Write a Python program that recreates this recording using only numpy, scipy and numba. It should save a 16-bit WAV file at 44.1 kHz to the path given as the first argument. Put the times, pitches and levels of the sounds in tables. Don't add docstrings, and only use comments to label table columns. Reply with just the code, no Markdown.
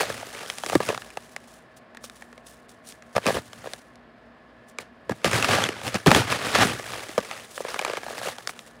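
import sys
import numpy as np
from scipy import signal
from scipy.fft import rfft, irfft
from scipy.io import wavfile
from scipy.ndimage import uniform_filter1d
from numba import njit

SR = 44100
rng = np.random.default_rng(int(sys.argv[2]) if len(sys.argv) > 2 else 0)


def level_to_linear(level):
    exponent = np.asarray(level, float) / 20
    return 10 ** exponent


def to_wav(s):
    ch = np.atleast_2d(s).T
    pcm = np.round(np.clip(ch, -1, 1) * 32767)
    wavfile.write(sys.argv[1], SR, pcm.astype(np.int16))


N = 388080


def unit(x):
    return x / np.sqrt(np.mean(x ** 2))


def colour(x, points):
    hz, db = np.transpose(points)
    grid_hz = np.linspace(1, SR / 2, 2049)
    log_gain = np.interp(np.log(grid_hz), np.log(hz), db) * np.log(10) / 20
    cepstrum = irfft(log_gain)
    cepstrum[1:2048] *= 2
    cepstrum[2049:] = 0
    response = irfft(np.exp(rfft(cepstrum)))
    return signal.fftconvolve(x, response)[:N]


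def peak(x, hz, width):
    return signal.lfilter(*signal.iirpeak(hz, hz / width, fs=SR), x)


def fade(x, t60):
    return signal.lfilter([1], [1, -np.exp(-np.log(1000) / (t60 * SR))], x)


def noisy_fade(impulses, t60):
    return fade(impulses, t60) * rng.standard_normal(N)


def strikes(start_s, size):
    return np.bincount(np.clip((start_s * SR).astype(int), 0, N - 1), size, N)


def gestures(peak_s, level_db, swell_s, fade_s, rest_db):
    t = np.arange(0, N, 32) / SR
    late = t - peak_s[:, None]
    drop_db = 20 * np.where(late < 0, -late / swell_s[:, None], late / fade_s[:, None])
    power = np.sum(level_to_linear(2 * (level_db[:, None] - drop_db)), axis=0) + level_to_linear(2 * rest_db)
    return np.interp(np.arange(N) / SR, t, 10 * np.log10(power))


@njit
def knocks(start, hz, size, turn, cycles, sag, count):
    out = np.zeros(count)
    for k in range(len(start)):
        tau = cycles * SR / hz[k]
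        phase = turn[k]
        for i in range(min(int(3 * tau), count - start[k])):
            u = i / tau
            phase += 2 * np.pi * hz[k] / SR * (1 + sag * (np.exp(-2 * u) - .2))
            out[start[k] + i] += size[k] * u * u * np.exp(1 - u * u) * np.sin(phase)
    return out


def ticks(impulses, spike_db, t60, tail_db, tail_t60):
    # pitch_hz [Hz], level_db [dB]
    grit_colour = [(600, -34.5), (1200, -6.5), (1700, -11), (2700, -12), (5700, -19), (10400, -27),
                   (11800, -33), (15500, -46.5), (16400, -95)]
    envelope = fade(impulses, t60) + level_to_linear(tail_db) * fade(impulses, tail_t60)
    burst = uniform_filter1d(envelope, size=30) * rng.standard_normal(N)
    return colour(level_to_linear(spike_db) * impulses + burst, grit_colour)


def tray(push):
    # pitch_hz [Hz], level_db [dB], t60_s [s]
    modes = [(118.3, 8.5, 0.087), (187.5, -1, 0.023), (268, 0, 0.0137)]
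    soft = signal.lfilter(*signal.butter(2, [62., 350.], "band", fs=SR), push)
    return sum(level_to_linear(db) * peak(soft, hz, np.log(1000) / np.pi / t60) for hz, db, t60 in modes)


def hollow(x):
    # pitch_hz [Hz], width_hz [Hz], level_db [dB]
    air_modes = [(553, 136, 6.5), (735, 254, 7.5), (1165, 43, 7.5), (1655, 72, 8)]
    return sum(level_to_linear(db) * peak(x, hz, width) for hz, width, db in air_modes)


def room():
    # pitch_hz [Hz], level_db [dB]
    air_colour = [(30, -35), (55, -17), (210, -3.5), (400, -7), (700, -4.5), (850, -10.5), (1300, -11),
                  (1800, -12), (2300, -18), (5300, -32.5), (6000, -67), (16000, -87.5)]
    # pitch_hz [Hz], width_hz [Hz], level_db [dB rms]
    hum_bands = [(58.7, 4.6, -67), (119, 7.8, -69), (236.8, 6, -60), (635, 13, -63.5), (1085, 28, -66.5),
                 (1729, 38, -64)]
    air = level_to_linear(-53.5) * unit(colour(rng.standard_normal(N), air_colour))
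    hum = sum(level_to_linear(db) * unit(peak(rng.standard_normal(N), hz, width)) for hz, width, db in hum_bands)
    return air + hum


def crumb_hiss(start, size, turn, bright, high):
    # peak_s [s], hiss_db [dB], swell_s and fade_s [s per 20 dB]
    slides = [(0.0, -33, .02, 0.13), (0.1, -42, .1, .4), (0.5, -45.5, 1, 0.5), (0.753, -39.5, 0.43, 0.097),
              (0.87, -39.5, 0.19, 0.22), (1.15, -57.5, 0.27, 0.47), (1.338, -54.5, 0.35, 0.022),
              (1.545, -53.5, 0.23, 0.094), (1.772, -44.5, 0.0079, 0.014), (2.047, -41.5, 0.027, 0.038),
              (2.16, -55.5, 0.1, 0.26), (2.47, -49, 0.019, 0.14), (2.696, -52.5, 0.013, 0.082),
              (2.881, -40.5, 0.035, 0.061), (3.327, -36.5, 0.14, 0.12), (3.738, -52, 0.73, 0.15),
              (4.69, -54, 0.02, 0.037), (4.807, -42, 0.005, 0.017), (5.153, -59, 0.055, 0.12),
              (5.25, -38, 0.012, .1), (5.342, -34, 0.053, 0.17), (5.539, -37, 0.22, 0.13),
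              (5.867, -39, 0.1, 0.15), (5.981, -46, 0.02, 0.054), (6.153, -32, 0.11, 0.14),
              (6.32, -38.5, 0.088, 0.098), (6.521, -38, 0.25, .06), (6.65, -34, 0.11, 0.18),
              (6.917, -43, 0.78, 0.84), (7.321, -49.5, 0.26, 1), (7.556, -42, 0.048, 0.24),
              (7.715, -41.5, 0.075, .3), (8.087, -45, 0.16, 0.62), (8.28, -39, 0.19, 0.11),
              (8.492, -37.5, 0.033, 0.035), (8.608, -48.5, 0.0614, 0.14)]
    # pitch_hz [Hz], level_db [dB]
    sand_colour = [(2000, -5), (3500, 0.5), (4600, -1.5), (10200, -0.5), (11500, -10.5), (15600, -9.5),
                   (16400, -36)]
    level_db = gestures(*np.transpose(slides), rest_db=-110)
    crumbs = strikes(start / SR, size * level_to_linear(-14 * bright))
    snap = unit(colour(noisy_fade(crumbs, 0.029), sand_colour))
    slide = unit(colour(rng.standard_normal(N), sand_colour))
    chink_size = size * level_to_linear(-6 * high - 20 * (1 - bright))
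    chink = unit(knocks(start, 5010.0 * level_to_linear(10 * high), chink_size, turn, 2.6, 0.048, count=N))
    return level_to_linear(level_db) * unit(1.66 * snap + 0.75 * slide + 0.67 * chink)


def crunch(start, size, turn, low, high):
    impulses = strikes(start / SR, size)
    knock = unit(knocks(start, 407.7 * level_to_linear(18.1 * low), size * level_to_linear(-3 * low), turn, 2.38, 0.49, count=N))
    chip_size = size ** 1.4 * level_to_linear(-3 * high)
    chip = unit(knocks(start, 1414.0 * level_to_linear(11.6 * high), chip_size, turn, 4.5, 0.1, count=N))
    rasp = unit(hollow(noisy_fade(impulses, 0.014)))
    grit = unit(ticks(impulses, 23.4, 0.0029, -16.5, 0.25))
    return unit(.9 * knock + rasp + 1.15 * grit + .9 * chip)


def handling():
    # peak_s [s], crunch_db [dB], weight on the tray [dB], swell_s, fade_s [s per 20 dB]
    pushes = [(0.0, -19.5, -45, .02, 0.059), (0.07, -31, -39.5, 0.098, 0.32), (0.411, -36, -52, 0.17, 0.22),
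              (0.755, -34.5, -44, 0.24, 0.033), (0.823, -32, -43, 0.051, 0.051),
              (0.891, -27, -35, 0.037, 0.095), (1.034, -50, -67, 0.067, 0.66),
              (3.164, -21, -27, 0.0079, 0.014), (3.284, -24, -39, 0.072, 0.07),
              (3.368, -31, -31.5, 0.12, 0.058), (3.625, -50, -52, 0.47, 0.065),
              (3.664, -43.5, -51, 0.066, 0.15), (4.804, -45, -49, 0.027, 0.07),
              (5.111, -37, -28.5, 0.02, 0.038), (5.252, -20.5, -22, 0.0071, 0.074),
              (5.343, -25, -32, 0.076, 0.46), (5.54, -21, -30.5, 0.2, 0.19), (5.66, -28, -36, 0.25, 0.057),
              (5.867, -31.5, -38, 0.11, .2), (5.956, -22.5, -25, 0.038, 0.019),
              (6.076, -15.5, -12.5, 0.0085, 0.035), (6.151, -20.5, -23.5, 0.073, 0.18),
              (6.318, -23.5, -35.5, 0.09, 0.14), (6.45, -28, -37, 0.21, 0.28),
              (6.559, -20, -37, 0.072, 0.11), (6.625, -18, -26, 0.094, 0.066),
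              (6.692, -28, -31, 0.055, 0.15), (6.917, -34, -46, 0.3, 0.47), (7.188, -39, -65, 0.031, 0.23),
              (7.322, -36, -54, 0.082, 0.21), (7.7, -34.5, -69, 0.14, 0.6),
              (7.882, -32.5, -71.5, 0.059, 0.068), (7.979, -34.5, -59, 0.2, 0.021),
              (8.087, -42, -57, 0.072, 0.17), (8.279, -33, -48, 0.36, 0.12), (8.55, -50, -63, 0.68, 0.47)]
    peak_s, push_db, weight_db, swell_s, fade_s = np.transpose(pushes)
    crunch_db = gestures(peak_s, push_db, swell_s, fade_s, rest_db=-69.5)
    rumble_db = gestures(peak_s, weight_db, swell_s, fade_s, rest_db=-88)

    when, big, low, high, turn, bright, luck = rng.random((16000, 7)).T
    start = (when * N).astype(np.int64)
    turn = 2 * np.pi * turn
    share = np.clip(level_to_linear(.8 * (crunch_db[start] + 20)), .35, 1)
    size = level_to_linear(np.minimum(-4.5 * np.log(big), 11))
    size = size * (luck < share) / np.sqrt(share)

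    rumble = unit(tray(noisy_fade(strikes(start / SR, size), 0.032)))
    hiss = crumb_hiss(start, size, turn, bright, high)
    return hiss + level_to_linear(crunch_db) * crunch(start, size, turn, low, high) + level_to_linear(rumble_db) * rumble


def cracks():
    # start_s [s], snap_db [dB before mixing], ring_hz [Hz], knock_db [dB before mixing], knock_hz [Hz]
    breaks = [(0.3493, -26, 2370, -36, 550), (0.4609, -27, 3250, -42, 783),
              (0.5001, -13.5, 3260, -29, 1380), (0.584, -19.5, 8900, -34, 740),
              (0.636, -19, 3120, -24, 850), (0.6626, -14.5, 4900, -31.5, 385),
              (0.6978, -16, 2700, -24, 790), (0.7209, -21, 1900, -26, 541), (0.7526, -13, 1800, -6, 324),
              (0.8885, -12, 2620, -17, 586), (0.947, -20, 2200, -26.5, 1270),
              (0.9765, -24, 3830, -25.5, 1360), (1.02, -26.5, 1710, -41, 1440),
              (1.1036, -29.5, 2540, -47, 1250), (1.172, -22.5, 2650, -25, 696),
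              (1.3633, -17.5, 2100, -32, 735), (1.948, -36, 1860, -37.5, 806),
              (1.9711, -27, 1820, -47, 257), (2.0404, -27, 6270, -35, 1220), (2.098, -29.5, 3680, -53, 250),
              (2.2221, -27, 1800, -40, 824), (2.3282, -35, 1850, -45, 510), (2.3784, -35, 2170, -42.5, 616),
              (2.693, -36.5, 8600, -57, 614), (2.923, -30, 6600, -52, 250), (3.0232, -34.5, 1840, -52, 254),
              (3.1519, -28, 1970, -29, 670), (3.1647, -14.5, 1970, -13, 635),
              (3.2572, -23, 1810, -17.5, 535), (3.2657, -7.5, 2660, -19, 238),
              (3.2848, -20, 2770, -16, 525), (3.3437, -23, 3020, -27, 540), (3.5316, -25.5, 3320, -43, 656),
              (3.7349, -18, 3900, -33.5, 660), (3.9565, -39, 4340, -63, 251),
              (4.786, -16, 2380, -33.5, 473), (5.119, -35, 2180, -24, 790), (5.245, -6.5, 2760, -13, 540),
              (5.314, -12, 2200, -26, 1270), (5.3317, -10.5, 2260, -22, 1180),
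              (5.4255, -7, 2620, -29.5, 1150), (5.445, -7, 2580, -18, 1190), (5.635, -23, 4000, -33, 1490),
              (5.6391, -6.5, 3360, -31, 603), (5.689, -13.5, 2740, -22, 395),
              (5.8152, -29, 3400, -31.5, 799), (5.879, -16, 2750, -26.5, 560),
              (5.9438, -14.5, 4440, -25.5, 635), (6.0617, -9, 3230, -10, 492), (6.0713, -6, 3220, -17, 268),
              (6.1065, -8, 2580, -17, 506), (6.115, -7, 2040, 0, 1307), (6.1478, -1.5, 3300, -11.5, 805),
              (6.325, -16, 2440, -17, 1340), (6.5486, -10, 2150, -21, 504), (6.5525, -7.5, 2540, -31, 1490),
              (6.7956, -23, 1950, -28, 635), (7.091, -25, 1980, -35, 352),
              (7.1791, -18.5, 2930, -11.5, 580), (7.2044, -27, 3790, -40, 248),
              (7.3121, -19, 2300, -33, 710), (7.684, -24.5, 2250, -36.5, 523),
              (7.7037, -25.5, 5090, -34, 623), (7.743, -17, 2150, -25, 1150),
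              (7.792, -10.5, 2330, -25, 805), (7.814, -21, 3000, -25, 636), (7.8236, -23, 2070, -29, 664),
              (7.8489, -9.5, 2360, -20, 1380), (7.8978, -20, 2260, -24.5, 515),
              (7.9344, -18, 2300, -25, 560), (7.9706, -22, 2960, -23, 1250),
              (8.0323, -27, 2230, -29.5, 880), (8.18, -22, 1920, -30.5, 790),
              (8.384, -25, 3500, -31.5, 816), (8.4737, -13, 4630, -36, 580),
              (8.4935, -25, 2350, -25.5, 1210), (8.5916, -25.5, 3770, -46, 633)]
    # start_s [s], knock_db [dB before mixing], knock_hz [Hz]
    bump_table = [(0.032, -25, 660), (0.1, -26, 530), (0.2294, -30, 740), (0.7298, -19.5, 665),
                  (0.8032, -15, 550), (0.896, -20, 483), (0.902, -20, 530), (0.927, -27, 540),
                  (3.1796, -15, 750), (3.292, -24, 486), (3.3041, -19.5, 510), (3.35, -21.5, 484),
                  (3.3685, -23, 566), (3.383, -26.5, 654), (3.6411, -34, 670), (3.658, -32, 566),
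                  (3.6715, -29, 520), (5.0948, -17.5, 510), (5.385, -27, 467), (5.533, -15, 1570),
                  (5.539, -25, 527), (5.56, -24, 665), (5.584, -15, 719), (5.62, -24, 592),
                  (6.067, -8, 200), (6.078, -18, 202), (6.127, -17, 520), (6.18, -19, 363),
                  (6.219, -21.5, 870), (6.408, -29, 550), (6.556, -14.5, 550), (6.583, -25, 195),
                  (6.607, -17, 1260), (6.616, -18, 1640), (6.632, -13, 1400), (6.649, -20, 207),
                  (6.913, -48, 517), (6.935, -28.5, 1260), (6.955, -30, 930), (7.186, -22.5, 549),
                  (7.324, -39, 657), (7.578, -25, 1510), (7.6045, -25.5, 510), (7.649, -25.5, 523),
                  (7.76, -27, 530), (7.796, -24, 820), (7.863, -25, 1210), (7.877, -28, 540),
                  (7.91, -32, 1180), (7.975, -24.5, 520), (8.0646, -28, 745), (8.0825, -28, 890),
                  (8.106, -29, 649), (8.129, -32, 540), (8.214, -30, 694), (8.257, -30, 595),
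                  (8.272, -26, 666), (8.286, -24.5, 760)]
    bumps = [(s, db - 15, 2270, db, hz) for s, db, hz in bump_table]
    start_s, snap_db, ring_hz, knock_db, knock_hz = np.transpose([*breaks, *bumps])
    start = (start_s * SR).astype(np.int64)
    turn = 2 * np.pi * rng.random((len(start_s), 4)).T
    knock_size = level_to_linear(knock_db)

    tilt_db = 2.5 * np.log2(ring_hz / 2800)
    dull, fine = (signal.butter(3, 4500., kind, fs=SR) for kind in ("low", "high"))
    snap_hits = strikes(start_s, level_to_linear(snap_db - .6 * tilt_db))
    snap = signal.lfilter(*dull, ticks(snap_hits, 14, 0.008, -16, 0.045))
    splinter_hits = strikes(start_s, level_to_linear(snap_db + tilt_db))
    splinter = signal.lfilter(*fine, ticks(splinter_hits, 12, .007, -14, .03))
    ring = knocks(start, ring_hz, level_to_linear(snap_db), turn[2], 4.33, 0.033, count=N)

    knock = knocks(start, knock_hz, knock_size, turn[0], 1.555, 0.64, count=N)
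    overtone = knocks(start, 1.982 * knock_hz, knock_size, turn[1], 2.9, 0.54, count=N)
    knock = knock + level_to_linear(-8.5) * overtone
    rattle = hollow(noisy_fade(strikes(start_s, knock_size), 0.024))

    depth = (122.0 / knock_hz) ** 0.96 * level_to_linear(0.54 * (knock_db + 8.5))
    blow = knock_size * depth
    thump = knocks(start, np.full(len(start_s), 200.), blow, turn[3], 1.4, 0.35, count=N)
    thud = tray(noisy_fade(strikes(start_s + 0.0016, blow), 0.077))

    sharp = level_to_linear(10) * snap + level_to_linear(14.0) * splinter + level_to_linear(-8) * ring
    body = level_to_linear(3.0) * knock + level_to_linear(3) * rattle
    return sharp + body + level_to_linear(1.5) * thump + level_to_linear(5.5) * thud


def scene():
    return (room() + handling() + cracks())[None]


def top_cut(x):
    return signal.sosfilt(signal.butter(12, 16000, fs=SR, output="sos"), x)


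def record(dry):
    thin = signal.sosfilt(signal.butter(4, 48., "high", fs=SR, output="sos"), dry)
    rounded = np.tanh(1.065 * thin) / 1.093
    return top_cut(rounded)


dry = scene()
out = record(dry)
to_wav(out)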